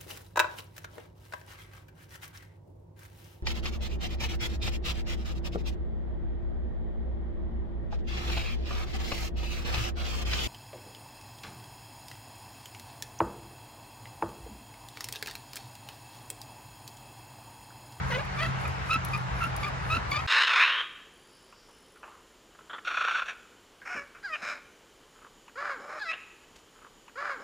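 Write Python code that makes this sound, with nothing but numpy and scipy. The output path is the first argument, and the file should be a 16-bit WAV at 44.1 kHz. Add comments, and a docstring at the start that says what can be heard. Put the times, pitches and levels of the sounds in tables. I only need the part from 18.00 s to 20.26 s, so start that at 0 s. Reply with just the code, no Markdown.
"""Nine short squeaks of wood on wood, each in a hiss, with small clicks and soft thuds over a far low hum.
A wooden spindle, spun back and forth by a foot-driven cord, rubs against a board in a wood.
Squeaks are stacks of unsteady partials (tones near whole or half multiples of the slip rate) with grit.
Hiss, cord ticks and the wash of traffic and trees are shaped noise; boot thuds are short falling tones.
The traffic hum is two wavering tones with a narrow band of rumble."""
import sys
import numpy as np
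from scipy import signal
from scipy.fft import rfft, irfft
from scipy.io import wavfile
from scipy.ndimage import uniform_filter1d

SR = 44100
rng = np.random.default_rng(int(sys.argv[2]) if len(sys.argv) > 2 else 0)


def dump(signal):
    """Clip the signal to [-1, 1] and save it as 16-bit WAV at the path in sys.argv[1]."""
    limited = np.clip(np.atleast_2d(signal).T, -1, 1)
    pcm = np.round(limited * 32767).astype(np.int16)
    wavfile.write(sys.argv[1], SR, pcm)


N = 99886  # length in samples

# how far the left side leads the right for the hiss and the ticks: f/Hz, lead/rad
TREBLE_PHASE = [(0, -20), (9000, 2), (11800, 0.3), (12800, -2.9), (16400, -2)]


def amp(db):
    """Turn decibels into a plain factor."""
    return 10 ** (np.asarray(db) / 20)


def even(x):
    """Scale a signal to an rms (average strength) of 1."""
    return x / np.sqrt(np.mean(x ** 2) + 1e-20)


def read(points, hz):
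    """Look up a table over frequency, with straight lines on a nearly logarithmic scale."""
    f, v = np.transpose(points)
    return np.interp(np.log(hz + 20), np.log(f + 20), v)


def add(mix, s, sound):
    """Add a sound into the mix at s seconds, cutting off what runs past the end."""
    part = mix[round(s * SR):][:len(sound)]
    part += sound[:len(part)]


def wander(n, hz):
    """Smooth random drift of rms 1: noise with everything faster than about hz taken out."""
    low_pass = signal.butter(2, hz, fs=SR, output="sos")
    settle = 2000  # samples for the filter to settle, then dropped
    return even(signal.sosfilt(low_pass, rng.standard_normal(n + settle))[settle:])


def colour(x, points):
    """Shape a sound's spectrum by a table, keeping its rms."""
    y = irfft(rfft(x) * amp(read(points, np.fft.rfftfreq(len(x), 1 / SR))), len(x))
    return even(y) * np.sqrt(np.mean(x ** 2))


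def ports(x, phase, pan_db):
    """One source at two microphone ports: a phase lead by frequency and a level difference."""
    turn = np.exp(.5j * read(phase, np.fft.rfftfreq(N, 1 / SR)))
    pair = irfft(rfft(x) * np.array([turn, 1 / turn]), N)
    return pair * amp([[pan_db / 2], [-pan_db / 2]])


def air():
    """Wide wash of distant traffic and trees: noise built in short spectra, with drifting patches."""
    # spectrum shape: f/Hz, level/dB
    spectrum = [(15, -54), (35, -38), (49, -26), (145, -1.5), (231, -16.5), (358, -14.5), (555, -13),
                (817, -6.5), (1440, -9), (2180, -15.5), (2700, -18.5), (3300, -24.5), (5120, -29.5),
                (7500, -36), (9270, -47.5), (12000, -53.5), (16000, -68)]
    # left-right likeness: f/Hz, likeness (0 to 1)
    likeness = [(30, 0.33), (150, 0.77), (300, 0.31), (600, 0.36), (1200, .5), (2500, 0.22), (5000, 0.17),
                (10000, 1)]
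    # left ahead of right: f/Hz, lead/rad
    lead = [(0, 31), (130, -1), (300, 0.56), (650, 2.5), (1400, 2.15), (2500, .5), (5800, 2), (9000, 1.5)]
    level_db, pan_db = -35.5, 0.73
    patch_db, swell_db = 1.24, .4  # rms of the level changes
    size, hop = 2048, 512  # samples
    frames, hz = N // hop + 5, np.fft.rfftfreq(size, 1 / SR)
    a, b, c, d, patch = rng.standard_normal((frames, size // 2 + 1, 5)).T
    # patches: neighbouring frequencies and moments rise and fall together
    patch = even(uniform_filter1d(uniform_filter1d(patch, 20, 0), 6, 1))
    swell = wander(frames, 1670)  # one value per frame, so really about 3.3 Hz
    same = np.clip(read(likeness, hz), 0, 1)[:, None]
    left = a + 1j * b
    right = same * left + np.sqrt(1 - same ** 2) * (c + 1j * d)
    right = right * np.exp(-1j * read(lead, hz))[:, None]
    level = read(spectrum, hz)[:, None] + patch_db * patch + swell_db * swell
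    spectra = np.array([left, right]) * amp(level)
    wash = signal.istft(spectra, nperseg=size, noverlap=size - hop)[1][:, :N]
    return amp(level_db) * even(wash) * amp([[pan_db / 2], [-pan_db / 2]])


def hum():
    """Two sagging engine tones that waver in level, and a lumpy narrow-band rumble under them."""
    # lower engine tone: t/s, f/Hz, level/dB
    low_tone = [(0.04, 132, -37.5), (0.09, 132.7, -33.5), (0.3, 132, -45), (0.49, 131.6, -32),
                (0.85, 130.8, -42.5), (1.07, 130.1, -38), (1.09, 129.2, -44), (1.1, 130.4, -36.5),
                (1.22, 127.7, -36.5), (1.54, 128.4, -37.5), (1.61, 129.5, -41), (1.96, 128.4, -36),
                (1.96, 128.4, -68), (1.98, 128, -36), (2.02, 126.8, -45.5), (2.22, 126.6, -41.5)]
    # higher engine tone: t/s, f/Hz, level/dB
    high_tone = [(0.04, 177, -41), (0.05, 183.6, -41.5), (0.32, 181.6, -50.5), (0.5, 181.1, -45.5),
                 (0.87, 180.5, -54.5), (1.0, 177.8, -47.5), (2.0, 175.1, -52), (2.02, 174.2, -58),
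                 (2.22, 175.7, -59)]
    # rumble before a 0.5 dB lift: t/s, level/dB
    throb = [(0.04, -36), (0.35, -39.5), (0.42, -46), (0.5, -32), (0.54, -55), (0.56, -40.5), (1.13, -38),
             (1.27, -44.5), (1.33, -36), (1.43, -40.5), (1.59, -36), (1.73, -43), (1.76, -37), (1.85, -42),
             (1.88, -38.5), (2.22, -40.5)]
    throb_hz, throb_width_hz = 71, 48.6
    right_lead_rad, waver_db, waver_hz = 1, 1.5, 23.4
    t, out = np.arange(N) / SR, np.zeros((2, N))
    for curve in (low_tone, high_tone):
        s, hz, db = np.transpose(curve)
        turn = 2 * np.pi * (np.cumsum(np.interp(t, s, hz)) / SR + rng.random())
        level = np.interp(t, s, db) + waver_db * wander(N, waver_hz)
        out += np.sqrt(2) * amp(level) * np.sin(turn + np.array([[0], [right_lead_rad]]))
    edges = [throb_hz - throb_width_hz / 2, throb_hz + throb_width_hz / 2]
    band = signal.butter(3, edges, "band", fs=SR, output="sos")
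    settle = 9000  # samples for the filter to settle
    rumble = even(signal.sosfilt(band, rng.standard_normal(N + settle))[settle:])
    rumble_level = np.interp(t, *np.transpose(throb)) + 0.5
    return out + rumble * amp(rumble_level) * amp([[.7], [-.7]])  # left a little louder


def rub():
    """Grainy hiss of wood and cord: noise in random grains that swells and sinks with each stroke."""
    # strokes of the cord: start t/s, fastest t/s, end t/s, hiss level/dB
    # (the fourth end lies before its fastest moment, so that hiss breaks off at its peak)
    strokes = [(0.003, 0.115, 0.29, -54), (0.305, 0.442, 0.53, -52.5), (0.556, 0.616, 0.84, -56.5),
               (0.815, 0.942, 0.8, -50), (1.052, 1.132, 1.28, -54.5), (1.3, 1.45, 1.525, -51.5),
               (1.567, 1.627, 1.73, -54), (1.789, 1.963, 2, -51), (2.068, 2.12, 2.293, -53.5)]
    # hiss spectrum shape: f/Hz, level/dB
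    hiss_colour = [(300, -23), (1500, -4), (5000, -4.5), (8000, -9), (9200, -12), (10500, -3), (12200, -12),
                   (13300, -16), (14800, -8), (15700, -16), (16400, -35)]
    depth_db, bend = 23.5, 1.82  # drop at a stroke's start and end, and curve of the swell
    grain_db, grains_per_s = 1.6, 3000
    same = 0.93  # share of power common to left and right
    noise, t = rng.standard_normal((3, N)), np.arange(N) / SR
    grain_levels = amp(grain_db * rng.exponential(1, N // 8))
    grains = even(grain_levels[(t * grains_per_s).astype(int)])
    near, left, right = (colour(x * grains, hiss_colour) for x in noise)
    pair = np.sqrt(same) * ports(near, TREBLE_PHASE, 0)
    pair = pair + np.sqrt(1 - same) * np.array([left, right])
    swell = np.zeros(N)
    for start, top, end, db in strokes:
        # 0 at the fastest moment, 1 at start and end, growing beyond them
        away = np.interp(t, [start - 1, start, top, end, end + 1], [9, 1, 0, 1, 9])
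        swell += amp(db - depth_db * away ** bend)
    return pair * swell


def squeak(curve, upper, halves, rasp_db):
    """Stick-slip at an unsteady rate with grit; strong-weak slips add the half-rate partials."""
    # grit spectrum shape: f/Hz, level/dB
    rasp_colour = [(400, -12), (1000, -4), (2500, 0), (5000, -8), (8000, -22), (16000, -50)]
    jitter, jitter_hz = .016, 260  # rms share of the slip rate, and its speed limit
    flutter_db, flutter_hz = 1.6, 190  # grows with the root of the partial's order
    drift_turns, drift_hz = .045, 60  # each partial slides a little against the others
    bright_at_db, bright_slope = -32, .2  # harder slips are brighter
    edge_s = 0.0047  # fade at either end
    s, hz, first, second, half, under = np.transpose(curve)
    t = np.arange(s[0], s[-1], 1 / SR)
    rate = np.interp(t, s, hz) * (1 + jitter * wander(len(t), jitter_hz))
    turns = np.cumsum(rate) / SR
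    # partials as (multiple of the slip rate, level in dB at each point of the curve)
    parts = [(1, first), (2, second), (1.5, half), (.5, under)]
    bright = second + bright_slope * (second - bright_at_db)
    parts += [(k + 3, bright + db) for k, db in enumerate(upper)]
    parts += [(k + 2.5, half + db) for k, db in enumerate(halves)]
    out = np.zeros(len(t))
    for k, db in parts:
        level = np.interp(t, s, db) + flutter_db * np.sqrt(k) * wander(len(t), flutter_hz)
        phase = k * turns + rng.random() + drift_turns * wander(len(t), drift_hz)
        out += amp(level) * np.cos(2 * np.pi * phase)
    bursts = np.exp(-(turns / 2 % 1) / 0.18)  # a burst of grit at every second slip
    grit = even(colour(rng.standard_normal(len(t)) * bursts, rasp_colour))
    out += grit * amp(rasp_db + np.interp(t, s, second))
    fade = np.clip(np.minimum(t - s[0], s[-1] - t) / edge_s, 0, 1)
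    return s[0], np.sqrt(2) * out * fade


def spindle():
    """All squeaks, with short scattered echoes off trunks and ground made of sparse random taps."""
    # one curve per squeak: t/s, slip rate f/Hz, then level/dB of partials 1, 2, 1.5 and 0.5
    curves = [
        [(0.1, 1115, -32, -44, -50, -36), (0.114, 1050, -48, -39, -39, -39), (0.124, 942, -31, -33.5, -52, -38),
         (0.13, 959, -32.5, -38.5, -41, -49), (0.15, 1020, -54, -36, -37, -36.5),
         (0.162, 990, -34.5, -39, -35.5, -36), (0.174, 1047, -44, -54, -48, -33),
         (0.184, 1129, -54, -40, -52, -33.5), (0.198, 1105, -36, -51, -35.5, -38),
         (0.208, 1210, -46, -46, -49, -38), (0.22, 1160, -49, -57, -59, -48)],
        [(0.37, 1166, -38.5, -55, -58, -64), (0.372, 1141, -43, -51, -79, -80),
         (0.376, 1154, -43, -43, -64, -66), (0.406, 1187, -32.5, -34, -34, -50),
         (0.416, 1283, -54, -48, -36, -36), (0.422, 1310, -41, -52, -33, -43),
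         (0.432, 1304, -35, -32, -30.5, -38), (0.44, 1360, -33, -41, -40, -43),
         (0.45, 1276, -46, -56, -30.5, -43), (0.466, 1342, -37, -36.5, -40, -44),
         (0.48, 1310, -43, -78, -56, -60)],
        [(0.646, 1246, -46, -55, -56, -56), (0.65, 1276, -37, -50, -64, -66),
         (0.658, 1230, -34, -34.5, -64, -65), (0.662, 1190, -50, -41, -63, -52),
         (0.668, 1255, -44, -52, -66, -54)],
        [(0.892, 1268, -23, -49, -49, -61), (0.898, 1280, -31.5, -48, -50, -65),
         (0.904, 1266, -33, -35.5, -72, -66), (0.912, 1266, -29.5, -25.5, -60, -64),
         (0.924, 1327, -27, -34, -66, -57), (0.932, 1365, -31, -30.5, -59, -60),
         (0.938, 1325, -30, -29, -49, -62), (0.942, 1302, -32, -28, -50, -60),
         (0.956, 1323, -27.5, -35, -48, -64), (0.964, 1340, -28.5, -33.5, -49, -63),
         (0.972, 1360, -47, -52, -51, -56)],
        [(1.13, 1266, -41, -43, -60, -58), (1.138, 1240, -41, -31.5, -62, -62),
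         (1.146, 1233, -39, -36.5, -64, -55), (1.15, 1205, -32.5, -31.5, -63, -72),
         (1.156, 1208, -31.5, -36, -58, -57), (1.16, 1236, -40, -41, -67, -59),
         (1.162, 1266, -43, -38, -85, -60), (1.164, 1236, -31, -33, -62, -63), (1.17, 1230, -50, -64, -52, -59)],
        [(1.405, 1332, -32, -55, -72, -69), (1.415, 1385, -31.5, -39, -62, -53),
         (1.425, 1344, -25, -41, -56, -63), (1.431, 1328, -35, -34.5, -54, -59),
         (1.447, 1364, -27.5, -35.5, -64, -57), (1.453, 1376, -33, -39, -65, -59),
         (1.459, 1390, -38, -41, -67, -75), (1.465, 1365, -38, -49, -59, -62),
         (1.471, 1400, -38, -57, -70, -67), (1.475, 1375, -46, -58, -67, -57)],
        [(1.625, 1190, -30, -62, -53, -57), (1.633, 1158, -39, -32.5, -70, -59),
         (1.637, 1154, -39, -32.5, -57, -55), (1.641, 1137, -34, -45, -64, -63),
         (1.643, 1190, -46, -33, -56, -69), (1.647, 1178, -33, -30.5, -69, -57),
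         (1.655, 1169, -38, -39, -65, -59), (1.663, 1209, -36, -50, -54, -54),
         (1.673, 1228, -41, -42, -65, -49), (1.683, 1167, -37, -46, -53, -52),
         (1.695, 1140, -38, -43, -54, -60)],
        [(1.897, 1231, -35, -40, -55, -61), (1.921, 1302, -29.5, -32.5, -52, -46),
         (1.933, 1295, -32, -29.5, -76, -49), (1.941, 1348, -29, -40, -60, -48),
         (1.951, 1351, -29.5, -29, -61, -54), (1.963, 1336, -30, -41, -57, -53),
         (1.967, 1292, -34, -32.5, -57, -68), (1.971, 1366, -30, -33.5, -56, -54),
         (1.979, 1388, -36.5, -49, -57, -48), (1.985, 1405, -36, -67, -68, -52),
         (1.99, 1406, -49, -59, -57, -53)],
        [(2.113, 1205, -48, -32, -54, -58), (2.119, 1160, -37, -26.5, -58, -37),
         (2.125, 1154, -37, -37, -56, -73), (2.129, 1127, -34.5, -31.5, -57, -54),
         (2.145, 1201, -38, -39.5, -42, -72), (2.169, 1155, -31.5, -29.5, -46, -41),
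         (2.179, 1262, -37, -41, -44, -51), (2.185, 1218, -36, -61, -48, -71),
         (2.189, 1237, -34, -41, -54, -63), (2.197, 1263, -39, -36.5, -56, -65),
         (2.21, 1280, -35, -56, -30.5, -66)],
    ]
    # one row per squeak, partials 3, 4, 5, 6: level/dB against the brightened second partial
    uppers = [(-6, -15, -30, -18.5), (-11.5, -19, -20, -29), (-14, -25, -24, -23), (-12, -20, -26, -46),
              (-17, -15.5, -30, -32), (-19, -25, -29, -43), (-12, -14, -25, -26), (-8.5, -21.5, -26.5, -35),
              (-11.5, -12, -22, -23)]
    # one row per squeak, partials 2.5, 3.5, 4.5: level/dB against partial 1.5
    half_rates = [(-6.5, -14, -19), (-10, -17.5, -31), (-5, -13, -15), (-5, -10, -15), (-7, -14, -15),
                  (-5, -12, -15), (-3, -8, -15), (-16, -3, -12), (-4, -12, -21)]
    # one value per squeak, grit: level/dB against the second partial
    rasps = [-12, -12, -20, -18, -20, -19, -20, -19, -19]
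    # left ahead of right: f/Hz, lead/rad
    lead = [(0, 3.4), (600, 0.71), (1300, 0.87), (1900, 0.13), (2600, 0.8), (4000, 1), (5500, 1.76),
            (8000, 1.27)]
    pan_db, echo_db, echo_t60_s = 0.7, -11, .08  # t60: time for the echoes to fall 60 dB
    direct = np.zeros(N)
    for row in zip(curves, uppers, half_rates, rasps):
        add(direct, *squeak(*row))
    t = np.arange(4000) / SR
    hits = rng.random((2, 4000)) < .05  # keep about one tap in twenty
    taps = rng.standard_normal((2, 4000)) * hits * amp(-60 * t / echo_t60_s) * (t > .002)
    echo = signal.fftconvolve(direct[None], taps / np.linalg.norm(taps[0]), axes=1)[:, :N]
    return ports(direct, lead, pan_db) + amp(echo_db) * echo


def ticks():
    """Tiny bright double snaps of the cord: bursts of noise, each with a faint fizz after it."""
    # main snaps: t/s, level/dB of the noise before its envelope
    snaps = [(0.2517, -50.5), (0.2698, -70), (0.6, -55), (0.613, -47), (0.6792, -44), (0.941, -38),
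             (1.0495, -33), (1.0854, -47.5), (1.1766, -45), (1.439, -41), (1.5646, -34.5), (1.6061, -50),
             (1.6815, -44.5), (2.112, -42)]
    # snap spectrum shape: f/Hz, level/dB
    snap_colour = [(1000, -33), (4000, -8.5), (7000, -10), (9000, -5), (11000, -0.5), (12500, -6.5),
                   (13500, -18), (15000, -6), (15800, -10), (16400, -30)]
    rise_s, fall_s, tail_db, tail_s = 0.00065, 0.00078, -12, 0.01
    lead_s, lead_db = 0.0011, -13.5  # a weaker snap comes just before the main one
    out, t = np.zeros(N), np.arange(1500) / SR
    late = np.maximum(t - rise_s, 0)
    fall = np.exp(-late / fall_s) + amp(tail_db) * np.exp(-late / tail_s)
    snap = np.minimum(t / rise_s, 1) * fall
    for (s, db), noise in zip(snaps, rng.standard_normal((len(snaps), 2, 1500))):
        add(out, s - lead_s, amp(db + lead_db) * snap ** 2 * colour(noise[0], snap_colour))
        add(out, s, amp(db) * snap * colour(noise[1], snap_colour))
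    return out


def thuds():
    """The boot meets the ground at the end of each down-stroke: a short tone that slides down."""
    # thuds: t/s, level/dB before the envelope, middle of the slide f/Hz
    hits = [(0.467, -34.5, 264), (.955, -28.5, 280), (1.464, -33, 266), (1.966, -27.5, 267)]
    rise_s, fall_s, slide_hz = 0.0092, 0.0096, 170
    out, t = np.zeros(N), np.arange(3000) / SR
    fall = np.exp(-t / fall_s)
    envelope = (1 - np.exp(-t / rise_s)) * fall
    for s, db, hz in hits:
        pitch = hz - slide_hz / 2 + slide_hz * fall
        add(out, s, amp(db) * envelope * 2 * np.sin(2 * np.pi * np.cumsum(pitch) / SR))
    return out


def scene():
    """Add up all layers in stereo; the thuds are the same on both sides."""
    return air() + hum() + rub() + spindle() + ports(ticks(), TREBLE_PHASE, 0) + thuds()


def record(dry):
    """The microphone loses the deepest bass; then a band limit takes off the top treble."""
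    low_cut_hz, edge_hz = 41, 16250
    bass_cut = signal.butter(2, low_cut_hz, "high", fs=SR, output="sos")
    thin = signal.sosfilt(bass_cut, dry)
    band_limit = signal.firwin(511, edge_hz, window=("kaiser", 9), fs=SR)
    return signal.oaconvolve(thin, band_limit[None], "same")


dry = scene()
out = record(dry)
dump(out)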